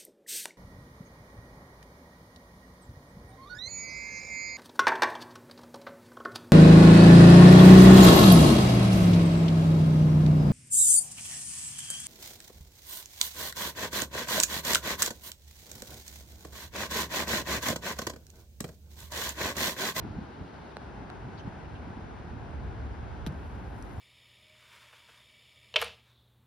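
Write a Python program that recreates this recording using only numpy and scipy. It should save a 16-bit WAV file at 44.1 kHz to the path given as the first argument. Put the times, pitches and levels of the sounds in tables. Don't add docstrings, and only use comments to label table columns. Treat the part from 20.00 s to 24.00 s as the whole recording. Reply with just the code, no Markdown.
import sys
import numpy as np
from scipy import signal
from scipy.fft import rfft, irfft
from scipy.io import wavfile

SR = 44100
rng = np.random.default_rng(int(sys.argv[2]) if len(sys.argv) > 2 else 0)


def pcm_store(signal):
    levels = np.round(np.clip(np.atleast_2d(signal), -1, 1) * 32767)
    wavfile.write(sys.argv[1], SR, levels.astype(np.int16).T)


N = 176400
T = np.arange(N) / SR
FREQS = np.maximum(np.fft.rfftfreq(N, 1 / SR), 1)


def from_db(db):
    return 10 ** (np.asarray(db) / 20)


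def fader(rows):
    return from_db(np.interp(T, *np.transpose(rows)))


def over_hz(points):
    hz, value = np.transpose(points)
    return np.interp(np.log(FREQS), np.log(hz), value)


def drift(rate_hz):
    slow = irfft(rfft(rng.standard_normal(N)) / (1 + (FREQS / rate_hz) ** 2), N)
    return slow / slow.std()


def swell(centre_s, half_s):
    return np.exp(-np.minimum(((T - centre_s) / half_s) ** 2 / 2, 50))


def struck(start_s, modes):
    age = np.clip(T - start_s, 0, 1)
    return sum((-1) ** k * from_db(db - 60 * np.minimum(age / t60, 4)) * np.sin(2 * np.pi * hz * age)
               for k, (hz, db, t60) in enumerate(modes))


# freq_hz, left_right_correlation
STEREO_WIDTH = [(60, 0.83), (250, 0.78), (500, 0.47), (900, 0.11), (1700, 0.44), (3500, 0.4), (5200, 0.49),
                (6400, -0.48), (7400, -1.026), (8000, -0.95), (9000, -0.23), (10800, 1), (12200, 0.86),
                (13800, -1)]
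# freq_hz, left_minus_right_db
STEREO_PAN = [(100, -0.5), (250, -1.5), (600, 2.5), (2000, 2.5), (8000, 0)]
def coloured(white, spectrum):
    alike = np.clip(over_hz(STEREO_WIDTH), -1, 1)
    mid, side = rfft(white)
    sides = np.array([[1], [-1]])
    pair = np.sqrt(1 + alike) * mid + sides * np.sqrt(1 - alike) * side
    eq = from_db(over_hz(spectrum) + sides * over_hz(STEREO_PAN) / 2)
    return irfft(pair * eq, N) * np.sqrt(SR) / 2


def noise(spectrum):
    return coloured(rng.standard_normal((2, N)), spectrum)


def grains(per_s, spread_db, spectrum):
    sizes = from_db(spread_db * np.minimum(rng.exponential(1, (2, N)), 4))
    clicks = sizes * rng.choice([-1, 1], (2, N)) * (rng.random((2, N)) < per_s / SR)
    return coloured(clicks / clicks.std(), spectrum)


# freq_hz, density_db
WASH_TONE = [(20, -105), (40, -86), (65, -72.5), (200, -70.5), (400, -73.5), (530, -78.5), (660, -77),
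             (850, -74), (1000, -78), (1150, -82.5), (1560, -81), (1800, -87), (2800, -94), (4000, -100),
             (6000, -106), (8500, -112), (10500, -119), (12500, -130), (15000, -150)]
# time_s, gain_db
WASH_RIDE = [(0, -2), (.5, -2), (.72, -1.5), (.77, -5.5), (.82, -0.5), (.88, -1), (1.1, -0.76), (2.2, -1.5),
             (3.2, -1), (4, -1.5)]
def wash():
    return noise(WASH_TONE) * fader(WASH_RIDE) * from_db(0.48 * drift(rate_hz=25))


# freq_hz, density_db
DRONE_TONE = [(30, -120), (56, -74.5), (68, -51), (82, -64.5), (200, -115), (600, -170)]
# time_s, gain_db
DRONE_RIDE = [(0, -16.5), (2.1, -12), (2.4, 0), (2.8, -1.5), (3.3, 3.5), (3.65, -4.5), (4, -15)]
def drone():
    return noise(DRONE_TONE) * fader(DRONE_RIDE)


# centre_s, half_length_s, pitch_hz, relative_db
BIRD_PARTIALS = [(1.387, .008, 4480, -61), (1.386, .008, 3850, -63), (1.402, .007, 3020, -59),
                 (1.4, .011, 6100, -71), (1.655, .009, 2400, -63), (1.762, .009, 2720, -62),
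                 (1.757, .009, 3300, -67)]
def bird(gain_db=6.5, fall_hz_per_s=3700, rough_rad=1.35):
    out = np.zeros((2, N))
    for s, half, hz, db in BIRD_PARTIALS:
        phase = 2 * np.pi * np.cumsum(hz - fall_hz_per_s * (T - s)) / SR
        level = from_db(gain_db + db) * swell(s, half)
        for channel in range(2):
            out[channel] += level * np.sin(phase + rough_rad * drift(rate_hz=360))
    return out


# freq_hz, density_db
BREEZE_TONE = [(18, -103), (35, -72), (52, -56), (70, -61), (100, -59.5), (150, -68), (260, -75.5),
               (500, -90.5), (2500, -160)]
# time_s, gain_db
BREEZE_RIDE = [(0, -8.5), (.12, -3.5), (.3, -17), (.78, -18), (1, -8), (1.65, -6.5), (2.15, -3.5),
               (2.3, -1.5), (2.5, -3.5), (2.7, 1), (3.3, -3), (3.5, -4.5), (4, -1.5)]
# freq_hz, density_db
BUFFET_TONE = [(20, -88), (55, -59.5), (120, -57), (200, -67), (280, -62.5), (400, -76), (600, -101),
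               (3000, -160)]
# centre_s, half_length_s, gain_db
BUFFET_CUES = [(0.055, 0.035, -2.5), (0.166, 0.021, -3.5), (0.226, 0.01, -3), (0.419, 0.023, -2),
               (1.021, 0.017, -7.5), (1.277, 0.028, -6.5), (1.467, 0.0184, -4.5), (1.742, 0.011, -7),
               (1.905, 0.082, -13), (2.375, 0.035, -10)]
def wind():
    rumble = noise(BREEZE_TONE) * fader(BREEZE_RIDE) * from_db(0.23 * drift(rate_hz=21))
    buffets = sum(from_db(db) * swell(s, half) for s, half, db in BUFFET_CUES)
    return rumble + noise(BUFFET_TONE) * buffets


# centre_s, half_length_s, pitch_hz,
# level_db
BUMP_CUES = [(0.053, 0.0017, 238, -26.5), (0.189, 0.0036, 214, -27), (0.217, 0.0032, 200, -33),
             (0.415, 0.0025, 150, -40), (0.427, 0.0052, 167, -38.5), (1.265, 0.0074, 130, -36),
             (1.297, 0.0057, 200, -38.5), (1.453, 0.0024, 150, -33.5), (1.48, 0.0046, 180, -28),
             (1.874, 0.0024, 220, -33), (1.907, 0.0026, 159, -30), (1.975, 0.0021, 250, -34.5),
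             (2.249, .004, 131, -36), (3.309, 0.0062, 166, -35), (3.331, 0.0029, 153, -32.5)]
def bumps():
    return sum(from_db(db) * swell(s, half) * np.sin(2 * np.pi * hz * (T - s))
               for s, half, hz, db in BUMP_CUES)


# pitch_hz, relative_db, t60_s
CASE_MODES = [(1540, -9, 0.0085), (4200, -6, 0.0039)]
def knock(start_s, hz, pitch_halving_s=0.00053, rise_s=0.00016, t60_s=0.013):
    age = np.clip(T - start_s, 0, 4 * t60_s)
    phase = 2 * np.pi * hz * pitch_halving_s * np.log1p(age / pitch_halving_s)
    pop = np.sin(phase) * from_db(-60 * age / t60_s)
    return (pop + struck(start_s, CASE_MODES)) * (1 - np.exp(-age / rise_s))


# pitch_hz, relative_db, t60_s
SNAP_MODES = [(5570, 0, 0.0027), (8550, 1.5, 0.0021), (11700, -5.5, 0.0012)]
# start_s, knock_db, snap_db, left_lag_ms, knock_start_hz, lowpass_hz
TICK_CUES = [(0.7687, -25, -43, 0.082, 1880, 11400), (1.101, -32.5, -48.5, 0.15, 3200, 15000),
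             (3.3238, -62, -56, 0.021, 1900, 15000), (3.788, -60, -54, 0.092, 1900, 15000),
             (3.8253, -55, -39.5, 0.2, 1900, 15000)]
def ticks():
    out = np.zeros((2, N))
    for s, knock_db, snap_db, lag_ms, hz, lowpass_hz in TICK_CUES:
        lowpass = signal.butter(6, lowpass_hz, fs=SR, output="sos")
        for channel, start in enumerate((s + lag_ms / 1000, s)):
            tick = from_db(knock_db) * knock(start, hz) + from_db(snap_db) * struck(start, SNAP_MODES)
            out[channel] += signal.sosfilt(lowpass, tick)
    return out


# freq_hz, density_db
SHUFFLE_TONE = [(1500, -125), (2800, -103), (4200, -101), (5500, -110), (8000, -120), (12000, -128),
                (15000, -155)]
# time_s, gain_db
SHUFFLE_RIDE = [(0, -1.5), (.25, -0.5), (.45, -1.5), (.7, 1), (.85, -1), (1.1, -28), (1.7, -5), (2.1, -15)]
def shuffle():
    return grains(per_s=7500, spread_db=5, spectrum=SHUFFLE_TONE) * fader(SHUFFLE_RIDE)


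# freq_hz, density_db
SPRAY_TONE = [(1500, -140), (5800, -117), (7000, -106.5), (9000, -111), (11500, -111), (13000, -116.5),
              (15000, -122)]
# time_s, gain_db
SPRAY_RIDE = [(3.27, -9), (3.3, -9), (3.48, -4.5), (3.62, -7.5), (3.8, -1), (4, 0)]
def spray(start_s):
    return grains(per_s=1500, spread_db=3, spectrum=SPRAY_TONE) * fader(SPRAY_RIDE) * (T > start_s)


def thud(start_s, start_hz=324, end_hz=131, sag_s=0.0069, rise_s=0.0016, t60_s=0.16, gain_db=-25.5):
    age = np.clip(T - start_s, 0, 1)
    hz = end_hz + (start_hz - end_hz) * np.exp(-age / sag_s)
    level = (1 - np.exp(-age / rise_s)) * from_db(gain_db - 60 * age / t60_s)
    return level * np.sin(2 * np.pi * np.cumsum(hz * (age > 0)) / SR)


# freq_hz, density_db
CRUNCH_TONE = [(200, -82), (800, -77), (1800, -90), (3000, -86), (3800, -83), (5500, -88.5), (7200, -91),
               (9000, -91), (12000, -95.5), (13600, -100), (15000, -105)]
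def crunch(start_s, rise_s=0.00069, hold_s=0.0063, t60_s=0.059, gain_db=-1):
    age = T - start_s
    attack = np.clip(age / rise_s, 0, 1)
    release = from_db(gain_db - 60 * np.maximum(age - hold_s, 0) / t60_s)
    return grains(per_s=14000, spread_db=2.5, spectrum=CRUNCH_TONE) * attack * release


# freq_hz, density_db
CRACK_TONE = [(300, -65), (1000, -65), (1800, -77), (2700, -71), (3600, -68), (5400, -76), (7200, -82),
              (9000, -86), (11500, -79.5), (13500, -86), (15500, -97)]
# pitch_hz, level_db, t60_s
BLADE_MODES = [(1710, -30.5, 0.0053), (3420, -36, 0.004), (4670, -39, 0.004)]
# start_s, relative_db, t60_s
CLUB_HITS = [(3.2646, -4, 0.0045), (3.2715, -11, 0.016)]
def bunker_shot(crack_gain_db=4, thud_delay_s=0.0024):
    start_s = CLUB_HITS[0][0]
    sand = crunch(start_s)
    bursts = sum((T >= s) * from_db(db - 60 * np.clip((T - s) / t60, 0, 3)) for s, db, t60 in CLUB_HITS)
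    cracks = noise(CRACK_TONE) * from_db(crack_gain_db) * bursts
    clack = struck(start_s, BLADE_MODES)
    return sand + cracks + clack + thud(start_s + thud_delay_s) + spray(start_s)


def scene():
    return wash() + wind() + bumps() + shuffle() + bunker_shot() + ticks() + bird() + drone()


def record(dry, cutoff_hz=15700):
    return signal.sosfilt(signal.ellip(10, .1, 70, cutoff_hz, fs=SR, output="sos"), dry)


dry = scene()
out = record(dry)
pcm_store(out)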